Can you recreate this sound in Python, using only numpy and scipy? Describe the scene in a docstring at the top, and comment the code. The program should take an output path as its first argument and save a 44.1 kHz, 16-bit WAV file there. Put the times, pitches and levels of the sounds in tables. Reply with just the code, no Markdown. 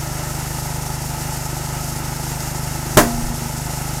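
"""A small petrol engine chugs in an open yard, a piston compressor knocks at a slightly different rate,
and air hisses through the valve of a car tyre being inflated on its rim. About three seconds in, the
bead snaps onto the rim, close enough for the bang to overload the single microphone. The air cavity
and the rim ring on, and a few low buffets follow."""
import sys
import numpy as np
from scipy import signal
from scipy.fft import rfft, irfft, next_fast_len
from scipy.io import wavfile

SR = 44100
rng = np.random.default_rng(int(sys.argv[2]) if len(sys.argv) > 2 else 0)


def transcribe(signal):
    """Save signal, clipped to [-1, 1], as a 16-bit WAV file at the path in sys.argv[1]."""
    frames = np.atleast_2d(signal).T
    limited = np.clip(frames, -1, 1)
    pcm = np.round(limited * 32767).astype(np.int16)
    wavfile.write(sys.argv[1], SR, pcm)


N = 176400
TIME = np.arange(N) / SR


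def from_db(db):
    """Decibels to gain."""
    return 10 ** (np.asarray(db) / 20)


def rms_one(x):
    """Scale to rms 1."""
    return x / np.sqrt(np.mean(x ** 2) + 1e-20)


def colour(x, points):
    """Causal (minimum-phase) filter with the given (Hz, dB) response."""
    size = next_fast_len(2 * N, real=True) // 2 * 2
    hz, db = np.transpose(points)
    log_hz = np.log(np.fft.rfftfreq(size, 1 / SR) + 1e-9)
    log_gain = np.log(from_db(np.interp(log_hz, np.log(hz), db)))
    cepstrum = irfft(log_gain)
    cepstrum[1:size // 2] *= 2
    cepstrum[size // 2 + 1:] = 0
    return irfft(rfft(x, size) * np.exp(rfft(cepstrum)))[:N]


def noise(points):
    """Coloured noise, rms 1."""
    return rms_one(colour(rng.standard_normal(N), points))


def drift(hz):
    """Random movement, mostly slower than hz, rms 1."""
    rolloff = 1 + (np.fft.rfftfreq(N, 1 / SR) / hz) ** 2
    return rms_one(irfft(rfft(rng.standard_normal(N)) / rolloff, N))


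def ring(x, modes):
    """Damped modes driven by x, signs alternating."""
    out = 0
    for k, (hz, db, t60) in enumerate(modes):
        radius, angle = from_db(-60 / (t60 * SR)), 2 * np.pi * hz / SR
        feedback = [1, -2 * radius * np.cos(angle), radius ** 2]
        mode = signal.lfilter([0, np.sin(angle)], feedback, x + 1e-18)
        out = out + (-1) ** k * from_db(db) * mode
    return out


def dying(age, t60):
    """Full level until age 0, then a fall of 60 dB every t60 seconds."""
    return from_db(-60 * np.maximum(age, 0) / t60)


def strokes(hz, first_s, uneven_db, jitter_s):
    """One click per machine cycle, slightly uneven in time and strength."""
    due_s = np.arange(first_s, N / SR, 1 / hz)
    timing, strength = rng.standard_normal((len(due_s), 2)).T
    samples = ((due_s + jitter_s * timing) * SR).astype(int)
    clicks = np.zeros(N)
    clicks[np.clip(samples, 0, N - 1)] = from_db(uneven_db * strength)
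    return clicks


ENGINE_HZ = 25.402
# The exhaust puff, heard through the silencer. Each row: frequency in Hz, relative level in dB.
EXHAUST_SPECTRUM = [(12, -22), (25, -12.5), (51, -3), (76, -8.5), (102, -8), (127, -0.5), (152, 0),
                    (178, -13.5), (203, -18), (250, -11.5), (285, -30.5), (345, -26.5), (430, -33),
                    (600, -26.5), (1000, -45), (3000, -65)]
# The intake gulp, heard through the air filter. Each row: frequency in Hz, relative level in dB.
INTAKE_SPECTRUM = [(20, -53), (76, 11), (110, -5), (200, -6.5), (250, 3), (285, -14.5), (345, 4), (400, -4),
                   (430, -22), (482, 2), (540, -22.5), (1500, -45)]


def engine(first_s=-.0046, intake_delay_s=.0275):
    """In each cycle an exhaust puff rings in the silencer and a weaker intake gulp follows."""
    puffs = strokes(ENGINE_HZ, first_s, uneven_db=.53, jitter_s=.0001)
    gulps = strokes(ENGINE_HZ, first_s + intake_delay_s, uneven_db=.53, jitter_s=.0001)
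    exhaust = from_db(-26.5) * rms_one(colour(puffs - puffs.mean(), EXHAUST_SPECTRUM))
    intake = from_db(-41) * rms_one(colour(gulps, INTAKE_SPECTRUM))
    return intake - exhaust


# The compressor's body. Each row: frequency in Hz, relative level in dB, seconds to fall 60 dB.
BODY_MODES = [(578.5, -5.5, 0.064), (705, -7, 0.05), (795, -5, 0.081), (863.6, -1, 0.1), (963, -5, 0.032),
              (1281, -11.5, 0.11)]
# Its drone. Each row: multiple of the stroke rate, peak level in dB about which the tone wavers.
DRONE_TONES = [(8, -42), (11.5, -46), (13, -53), (21, -48), (25, -48.5)]
# Both machines clattering in the yard. Each row: frequency in Hz, relative noise density in dB.
CLATTER_SPECTRUM = [(20, -3), (130, 0.5), (220, -6), (330, 3), (390, -1.5), (440, -7.5), (535, -9.5),
                    (590, -4), (670, -0.5), (880, 1), (990, -1), (1060, -8), (1160, -8), (1280, 0.5),
                    (1400, -1.5), (1620, -6.5), (1800, -5), (2100, -6), (2400, -12), (2750, -8),
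                    (3200, -15), (8000, -28.5)]


def compressor(stroke_hz=28.557, rattle_decay_s=.0037):
    """Each piston stroke knocks and briefly rattles the body, over a drone and a steady clatter."""
    knocks = strokes(stroke_hz, first_s=.0225, uneven_db=1.0, jitter_s=.00015)
    rattle_envelope = signal.lfilter([1], [1, -np.exp(-1 / (rattle_decay_s * SR))], knocks)
    rattle = rattle_envelope * rng.standard_normal(N)
    body = rms_one(ring(rms_one(knocks) + .29 * rms_one(rattle), BODY_MODES))
    drone = 0
    for multiple, db in DRONE_TONES:
        level = from_db(db + 3.5 * drift(hz=2.7))
        drone = drone + level * np.sin(2 * np.pi * (multiple * stroke_hz * TIME + rng.random()))
    clatter = from_db(-33 + .83 * drift(hz=12)) * noise(CLATTER_SPECTRUM)
    return from_db(-37.5) * body + drone + clatter


# Air rushing in at the tyre valve. Each row: frequency in Hz, relative noise density in dB.
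HISS_SPECTRUM = [(1000, -16), (3000, -13.5), (3800, -9.5), (4300, -8.5), (4600, -3.5), (4850, -6),
                 (5300, -.5), (5800, -2.5), (6700, -0.5), (7400, -2), (7800, -2), (8300, -3), (10300, -6),
                 (11800, -4.5), (13200, -10), (14200, -8.5), (15700, -23.5)]


def valve_air(whistle_hz=15060, whistle_width_hz=130):
    """The jet in the valve hisses, throbs slightly with the engine and carries a thin whistle."""
    throb = 1 + .069 * np.cos(2 * np.pi * ENGINE_HZ * TIME)
    hiss = from_db(-32 + 1.05 * drift(hz=25)) * throb * noise(HISS_SPECTRUM)
    whistle = rms_one(drift(whistle_width_hz / 2) * np.sin(2 * np.pi * whistle_hz * TIME))
    return hiss + from_db(-56) * whistle


# The bead slipping over the rim's hump. Each row: frequency in Hz, relative noise density in dB.
CRACK_SPECTRUM = [(200, -8), (900, 7), (1800, -3.5), (2300, -11), (2800, 4), (4200, -6.5), (8000, -10),
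                  (16000, -10)]
# The bead hitting the rim. Each row: frequency in Hz, relative noise density in dB.
BLAST_SPECTRUM = [(30, -9), (70, -5), (110, -17), (165, 5.5), (205, -7), (300, -1.5), (400, 1), (490, 2),
                  (640, 2), (790, -6.5), (1030, 0.5), (1250, -12.5), (1600, -6), (2300, -17), (2700, -13),
                  (4000, -21.5), (7000, -16.5), (12000, -21), (16000, -37)]
# The echo off the yard's walls and ground. Each row: frequency in Hz, relative noise density in dB.
ECHO_SPECTRUM = [(30, 0.5), (120, 4), (205, -5.5), (310, 4), (400, -0.5), (480, -8.5), (650, 1), (780, -8),
                 (1030, -0.5), (1250, -4), (2000, -9), (2400, -11), (3500, -18.5), (7000, -12),
                 (12000, -16), (16000, -18.5)]
# The wheel ringing, air cavity first. Each row: frequency in Hz, level in dB, seconds to fall 60 dB.
WHEEL_MODES = [(236.5, -17, 1.55), (303, -7, 0.18), (352, -23, 0.33), (409.6, -13, 0.26), (514, -18, 0.33),
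               (607, -15, 0.3), (664, -21, 0.2), (697, -19, 0.77), (956, -16.5, 0.24), (975, -31, 0.22),
               (1400, -46, 0.16), (1583, -23, 0.29), (1745, -36, .2), (1960, -26, 0.37)]


def bead_pop(start_s=2.9692, thump_s=.0033, crack_delay_s=.00196, attack_s=.00039, hold_s=.0085):
    """The bead seats with a pressure pulse, a crack, a short blast and its echo; the wheel rings on."""
    age = TIME - start_s
    thump = -from_db(2) * np.sin(np.pi * np.clip(age / thump_s, 0, 1)) ** 2
    attack = np.clip((age - crack_delay_s) / attack_s, 0, 1)
    crack = from_db(2) * dying(age - crack_delay_s, t60=.021) * noise(CRACK_SPECTRUM)
    blast = from_db(2.5) * dying(age - hold_s, t60=.095) * noise(BLAST_SPECTRUM)
    echo = from_db(-6.5) * dying(age - hold_s, t60=.24) * noise(ECHO_SPECTRUM)
    blow = np.zeros(N)
    blow[int((start_s + crack_delay_s) * SR)] = 1
    return thump + attack * (crack + blast + echo) + ring(blow, WHEEL_MODES)


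# Low buffets at the microphone. Each row: centre in seconds, length in seconds, peak level in dB.
BUFFET_EVENTS = [(3.027, 0.078, -19), (3.164, 0.089, -21), (3.244, 0.04, -16), (3.29, .05, -20),
                 (3.378, .05, -27)]


def buffets():
    """Soft low bumps after the bang, each a few cycles long at most."""
    out = 0
    for centre_s, length_s, db in BUFFET_EVENTS:
        offset_s = TIME - centre_s
        swell = np.cos(np.pi * np.clip(offset_s / length_s, -.5, .5))
        hz = rng.uniform(26.7, 51)
        out = out + from_db(db) * swell * np.cos(2 * np.pi * hz * offset_s)
    return out


def scene():
    """The whole yard reaches one microphone, the same in both channels."""
    mono = engine() + compressor() + valve_air() + bead_pop() + buffets()
    return np.array([mono, mono])


def record(dry):
    """The microphone clips hard on the bang, and the highest treble is cut."""
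    overload, cutoff_hz = .68, 15800
    clipped = np.clip(dry, -overload, overload)
    lowpass = signal.ellip(10, .05, 60, cutoff_hz, fs=SR, output="sos")
    return signal.sosfiltfilt(lowpass, clipped)


dry = scene()
out = record(dry)
transcribe(out)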